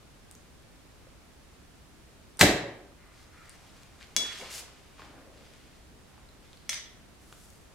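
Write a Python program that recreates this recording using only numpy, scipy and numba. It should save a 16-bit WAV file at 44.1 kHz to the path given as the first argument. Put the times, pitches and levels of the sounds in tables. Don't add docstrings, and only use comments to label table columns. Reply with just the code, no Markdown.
import sys
import numpy as np
from scipy import signal
from scipy.fft import rfft, irfft, next_fast_len
from scipy.io import wavfile
from scipy.ndimage import uniform_filter1d
from numba import njit

SR = 44100
rng = np.random.default_rng(int(sys.argv[2]) if len(sys.argv) > 2 else 0)


def transcribe(signal):
    frames = np.atleast_2d(signal).T
    limited = np.clip(frames, -1, 1)
    pcm = np.round(limited * 32767).astype(np.int16)
    wavfile.write(sys.argv[1], SR, pcm)


def volts_from_decibels(level):
    exponent = np.asarray(level, float) / 20
    return 10 ** exponent


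N = 341334

# t/s, crack level/dB, rattle level/dB, thud level/dB, push length/ms
BLOW_TIMES = [(2.4106, 1.5, -10.5, -21.5, .78), (2.4123, -2.5, -5, -21.5, .6), (2.4151, -9.5, -8, -14, .86),
              (2.4198, -8.5, -11, -12, .42), (2.428, -10.5, -18, -8, .47), (2.434, -14.5, -17.5, -10, 1.4),
              (2.443, -28.5, -32, -5, 1.14)]


def colour(x, points):
    hz, db = np.transpose(points)
    size = next_fast_len(x.shape[-1])
    log_hz = np.log(np.fft.rfftfreq(size, 1 / SR) + 1)
    gain = volts_from_decibels(np.interp(log_hz, np.log(hz), db))
    return irfft(rfft(x, size) * gain, size)[..., :x.shape[-1]]


def unit(x):
    return x / np.sqrt(np.mean(x ** 2))


def band(x, hz, width):
    return signal.lfilter(*signal.iirpeak(min(hz, .45 * SR), hz / width, SR), x)


def fade(t60, seconds):
    return 1000. ** (-np.arange(int(seconds * SR)) / SR / t60)


def ring(modes, scatter_db, beat_hz=0.):
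    pitch_scatter, beat_depth = .002, .45
    seconds = 1.3 * max(t60 for hz, db, t60 in modes)
    t = np.arange(int(seconds * SR)) / SR
    y = np.zeros(len(t))
    for hz, db, t60 in modes:
        level_luck, pitch_luck, sign_luck, beat_luck = rng.standard_normal(4)
        tone = np.sin(2 * np.pi * hz * (1 + pitch_scatter * pitch_luck) * t) * np.sign(sign_luck)
        beating = 1 + beat_depth * np.cos(2 * np.pi * beat_hz * (1 + 0.26 * beat_luck) * t)
        y += volts_from_decibels(db + scatter_db * level_luck) * tone * fade(t60, seconds) * beating
    return y / np.max(np.abs(y))


def add(out, s, y, pan_db):
    i = int(s * SR)
    y = y[:N - i]
    out[:, i:i + len(y)] += y * volts_from_decibels(np.array([[pan_db], [-pan_db]]) / 2)


def walk(rate):
    k = int(SR / rate)
    held_levels = np.repeat(rng.standard_normal(SR // k + 1), k)
    return uniform_filter1d(uniform_filter1d(held_levels, k), k)[:SR]


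def hum():
    # f/Hz, relative level/dB per Hz
    hum_spectrum = [(12, -17.5), (20, -8.5), (65, -0.5), (88, -6.5), (113, -7), (228, -10.5), (262, -10.5),
                    (485, -16.5), (678, -17.5), (780, -19.5), (1480, -22), (9670, -33), (16000, -43)]
    # f/Hz, side minus mid level/dB
    hum_side = [(60, -7), (110, -2.5), (200, -4.5), (380, -3), (700, -2.5), (1290, -3), (2380, -2),
                (4400, -0.5), (8120, -1), (15000, 1)]
    # f/Hz, left minus right level/dB
    hum_lean = [(60, 0.0), (110, 0.5), (200, -0.5), (380, -0.5), (700, -1.3), (1290, -1.0), (2380, -1.0),
                (4400, -0.295), (8120, -0.12), (15000, -0.32)]
    mid, side = colour(rng.standard_normal((2, N)), hum_spectrum)
    scale = volts_from_decibels(-56) / np.std(mid)
    side = colour(side, hum_side)
    half_lean = np.array(hum_lean) * [1, .5]
    left = colour(mid + side, half_lean)
    right = colour(mid - side, half_lean * [1, -1])
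    return scale * np.array([left, right])


def garage(x, wet_db):
    # f/Hz, T60/s
    wall_decay = [(60, .5), (120, 0.39), (300, 0.75), (1000, 0.67), (3000, 0.53), (6000, 0.42),
                  (10000, .32), (16000, 0.24)]
    # f/Hz, side minus mid level/dB
    wall_side = [(60, -28.5), (110, -34), (200, -17.5), (380, -15.5), (700, -8), (1290, -5.5), (2380, -3.5),
                 (4400, 0), (8120, 0.5), (15000, -0.5)]
    rise_s = 0.0017
    f, t, z = signal.stft(rng.standard_normal((2, SR * 3 // 4)), SR, nperseg=256)
    hz, t60 = np.transpose(wall_decay)
    t60 = np.interp(np.log(f + 1), np.log(hz), t60)[:, None]
    mid, side = signal.istft(z * 1000. ** (-t / t60), SR, nperseg=256)[1]
    rise = 1 - np.exp(-np.arange(len(mid)) / SR / rise_s)
    side = colour(side, wall_side)
    echo = np.array([mid + side, mid - side]) * rise
    echo = echo / np.sqrt(np.sum((mid * rise) ** 2))
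    sounding = np.flatnonzero(x[0])
    first, last = sounding[0], sounding[-1]
    source = x[:, first:last].mean(axis=0)[None]
    wet = signal.fftconvolve(source, echo, axes=1)
    out = np.zeros((2, N + len(mid)))
    out[:, first:first + wet.shape[1]] = wet
    return volts_from_decibels(wet_db) * out[:, :N]


def cloth():
    # t/s, length/s, peak level/dB, centre f/Hz, bandwidth/Hz
    rustles = [(2.97, 0.32, -66.5, 1990, 700), (2.972, 0.44, -67, 1290, 900),
               (3.12, 0.19, -64.5, 4000, 6000), (3.312, 0.21, -63, 1330, 347), (3.312, .27, -62, 1970, 700),
               (3.301, 1, -64, 3000, 7000), (3.402, 1, -66.5, 800, 1520), (3.999, 0.06, -56.5, 2500, 3950),
               (4.157, 0.12, -48.5, 383, 800), (4.17, 0.47, -47.5, 2600, 5000),
               (4.24, 0.11, -48, 1800, 1500), (4.371, 0.082, -52.5, 5000, 6000),
               (4.395, 0.075, -47.5, 514, 900), (4.494, 0.089, -45.5, 5000, 8250),
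               (4.545, 0.074, -43.5, 5900, 9600), (4.45, 0.26, -56, 880, 2220),
               (4.65, 0.53, -64, 2000, 5000), (4.979, 0.096, -55, 1090, 3050),
               (4.949, 0.43, -60.5, 292, 120), (5.1, 0.44, -62, 544, 199), (4.997, 0.34, -61, 875, 1610),
               (5.3, 0.55, -64.5, 2300, 5000), (5.9, .12, -64, 320, 300), (6.05, .25, -66.5, 900, 2000),
               (6.4, 0.36, -69, 2980, 5000), (7.19, .52, -64, 7500, 9000)]
    peak_share, roundness = 0.24, 0.61
    flutter_db, grain_db = 2.1, 3
    out = np.zeros((2, N))
    for s, seconds, db, hz, width in rustles:
        u = np.arange(int(seconds * SR)) / (seconds * SR)
        ramp = np.minimum(u / peak_share, (1 - u) / (1 - peak_share))
        swell = np.sin(np.pi / 2 * ramp) ** roundness
        grains = rng.standard_normal(SR) * volts_from_decibels(grain_db * rng.exponential(size=SR))
        rub = unit(band(band(grains, hz, width), hz, width)) * volts_from_decibels(flutter_db * walk(60.7))
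        add(out, s, volts_from_decibels(db) * swell * rub[:len(u)], 1.6)
    return out


def ticks():
    # t/s, peak level/dB, f/Hz, T60/s, left minus right level/dB
    small_ticks = [(.3126, -29.5, 8850, 0.0012, 4), (.3239, -44, 8000, .003, 4),
                   (0.3518, -37, 6500, 0.0034, 4), (1.07, -48, 560, 0.027, -2),
                   (2.3714, -39, 9000, 0.0054, 1), (2.3725, -48, 5780, .012, 1.5),
                   (2.3909, -37, 1700, 0.0072, -2), (2.394, -18, 8100, 0.0046, 0),
                   (2.92, -52, 1250, .02, -8), (3.495, -31, 8700, 0.0024, 4), (3.503, -45, 4800, .008, 7),
                   (3.555, -47, 5900, .008, 1.5), (4.011, -40, 1720, 0.0067, 8),
                   (4.022, -39, 2300, 0.0069, .7), (4.376, -48, 10500, .004, 1.5),
                   (4.4134, -32, 2240, 0.014, -2), (4.425, -38, 545, 0.039, -1),
                   (4.567, -37, 7900, .008, 5), (4.995, -38.5, 1084, 0.023, -.7),
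                   (5.02, -34, 1500, 0.0046, -2), (6.179, -43, 912, .009, 0), (6.289, -50, 4040, .03, 0),
                   (6.531, -37.5, 3650, 0.0027, 3), (6.573, -42, 4400, 0.0046, 2),
                   (7.326, -36.5, 1410, 0.0063, -.7), (7.3265, -36.5, 3100, .004, -.7)]
    out = np.zeros((2, N))
    for s, db, hz, t60, pan_db in small_ticks:
        add(out, s, volts_from_decibels(db) * ring([(hz, 0, t60), (2.2 * hz, -9, t60 / 2)], 1), pan_db)
    return out


def strikes(events, modes, wet_db, knock_t60, crackle_db, crackle_hz, beat_hz, knock_width):
    out = np.zeros((2, N))
    for s, db, knock_db, knock_hz, pan_db in events:
        grit = 0.47 * rng.standard_normal(SR // 20) * fade(knock_t60, .05)
        crackle_width = 1.6 * crackle_hz
        crackle = band(band(grit, crackle_hz, crackle_width), crackle_hz, crackle_width)
        grit[0] = 3
        knock = band(band(grit, knock_hz, knock_width * knock_hz), knock_hz, 2.9 * knock_hz)
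        add(out, s, volts_from_decibels(db) * ring(modes, 1, beat_hz), pan_db)
        add(out, s, volts_from_decibels(db + knock_db) * knock / np.max(np.abs(knock)), pan_db)
        add(out, s, volts_from_decibels(db + crackle_db) * crackle, pan_db)
    return out + garage(out, wet_db)


def nock_snaps():
    # t/s, ring peak level/dB, knock level re ring/dB, knock f/Hz, left minus right level/dB
    snap_events = [(6.6923, -25, 3.5, 2270, 0), (6.6950, -24, 1, 5960, 5), (6.6990, -33.5, -1, 2370, 2),
                   (6.7304, -35.5, 8, 2330, -2), (6.7305, -44.5, 19.5, 3900, 0), (6.7432, -40, 15, 4500, 3)]
    # f/Hz, level/dB, T60/s
    shaft_modes = [(600, -15, .04), (950, -15, .04), (1351, -17, 0.05), (1880, -11, 0.035),
                   (2300, -10, 0.034), (2806, -6, .04), (3370, -5, 0.18), (3880, -5, 0.039),
                   (4450, -1, 0.05), (5180, 2, 0.05), (6030, 8, 0.06), (6858, -6, 0.044), (8160, -9, .03),
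                   (9420, -9, .03)]
    return strikes(snap_events, shaft_modes, wet_db=-2, knock_t60=0.017, crackle_db=5, crackle_hz=5000,
                   beat_hz=90, knock_width=.32)


def release_clink():
    # t/s, ring peak level/dB, knock level re ring/dB, knock f/Hz, left minus right level/dB
    clink_events = [(4.1647, -15, 8.5, 5980, 4.5)]
    # f/Hz, level/dB, T60/s
    metal_modes = [(238, -19, .18), (650, -17, .073), (980, -18, .06), (1777, -23, .15), (2310, -6, .035),
                   (2790, -11, .06), (3388, -2, .36), (3940, -1, .05), (4600, -7.5, .055), (5330, -7, .14),
                   (6000, -2.5, .036), (6880, -1.5, .039), (7800, -8, .18), (8670, -14, .08),
                   (10620, -27, .06)]
    return strikes(clink_events, metal_modes, wet_db=-5.5, knock_t60=0.0073, crackle_db=3.0, crackle_hz=4800,
                   beat_hz=2, knock_width=0.41)


def blow(s, crack_db, rattle_db, thud_db, push_ms):
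    # f/Hz, level/dB, T60/s
    stop_modes = [(2000, 1.5, .006), (2600, 2, 0.0059), (3900, 7, .005), (5170, -7.5, 0.0044),
                  (7520, 0, 0.006), (10000, -14.5, 0.0018), (13170, 0.5, .003)]
    # f/Hz, level/dB
    rattle_colour = [(350, -24), (600, -1.5), (1300, -8.5), (1930, -4), (3530, -7), (3990, -14.5),
                     (4910, -7), (5560, -10), (10600, -19.5), (14100, -20), (16000, -43.5)]
    # f/Hz, level/dB, T60/s
    limb_modes = [(85, -18, 0.054), (118, -21, .5), (175, -6, .06), (225, -5.5, 0.04), (288.3, -4, 0.078),
                  (323, -3, 0.066), (424, 0, 0.033), (560, -5, 0.076), (740, -4, 0.051), (1130, -15, 0.026),
                  (1550, -19.5, .015)]
    out = np.zeros((2, N))
    rattle_ms = 2.4 + 250 * (s - BLOW_TIMES[0][0])
    rattle_t60 = rattle_ms / 1000 * np.log(1000)
    rattle = unit(colour(rng.standard_normal(SR // 10), rattle_colour)) * fade(rattle_t60, .1)
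    push = np.hanning(int(push_ms / 1000 * SR) + 3)
    thud = signal.fftconvolve(ring(limb_modes, 0.91), push / push.sum())
    add(out, s, volts_from_decibels(crack_db) * ring(stop_modes, 0.79), 0)
    add(out, s, volts_from_decibels(rattle_db) * rattle, 0)
    add(out, s, volts_from_decibels(thud_db) * thud, 0)
    return out


def shot():
    # f/Hz, level/dB
    rush_colour = [(120, -46), (200, -16.5), (1650, -10.5), (3070, -16.5), (3830, -17), (4270, -12),
                   (16000, -22)]
    # f/Hz, level/dB, T60/s
    shove_modes = [(62.1, -0.83, 0.05), (97.6, 0, 0.044), (168, 1, 0.04)]
    # f/Hz, level/dB added at the left and taken off at the right
    shot_lean = [(300, 0), (1200, -.8), (2500, -.6), (4500, .9), (12000, 1.6)]
    release_s, first_blow_s = 2.3925, BLOW_TIMES[0][0]
    t = np.arange(N) / SR
    flying = (t > release_s) & (t < first_blow_s)
    rush_db = -34 + 618 * np.clip(t - release_s, 0, first_blow_s - release_s)
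    rush = unit(colour(rng.standard_normal(N), rush_colour)) * volts_from_decibels(rush_db) * flying
    parts = [np.array([rush, rush])] + [blow(*row) for row in BLOW_TIMES]
    add(parts[0], 2.4095, volts_from_decibels(-17.5) * ring(shove_modes, 1), 0)
    left, right = sum(parts)
    lean = np.array(shot_lean)
    direct = np.array([colour(np.roll(left, 1), lean), colour(right, lean * [1, -1])])
    return direct + sum(garage(part, -4.5) for part in parts)


def scene():
    small = ticks() + cloth()
    near = shot() + release_clink() + nock_snaps() + small + garage(small, -6)
    near_high_passed = signal.sosfilt(signal.butter(2, 45, "high", fs=SR, output="sos"), near)
    return near_high_passed + hum()


@njit
def duck(over_db, attack, release):
    out, cut = np.empty(len(over_db)), 0.
    for i in range(len(over_db)):
        cut += (over_db[i] - cut) * (attack if over_db[i] > cut else release)
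        out[i] = cut
    return out


def band_limit(x):
    return signal.sosfilt(signal.butter(12, 16600, fs=SR, output="sos"), x)


def record(dry):
    dry = signal.sosfilt(signal.butter(4, 15500, fs=SR, output="sos"), dry)
    power = uniform_filter1d(np.mean(dry ** 2, axis=0), SR // 200)
    level_db = 10 * np.log10(power + 1e-12)
    over_db = 0.66 * np.maximum(level_db + 11.5, 0)
    cut_db = duck(over_db, 1 / (0.0043 * SR), 1 / (.6 * SR))
    clipped = np.clip(dry * volts_from_decibels(-cut_db), -1, 1)
    held = signal.sosfilt(signal.ellip(8, .2, 70, 16200, fs=SR, output="sos"), clipped)
    return band_limit(held)


dry = scene()
out = record(dry)
transcribe(out)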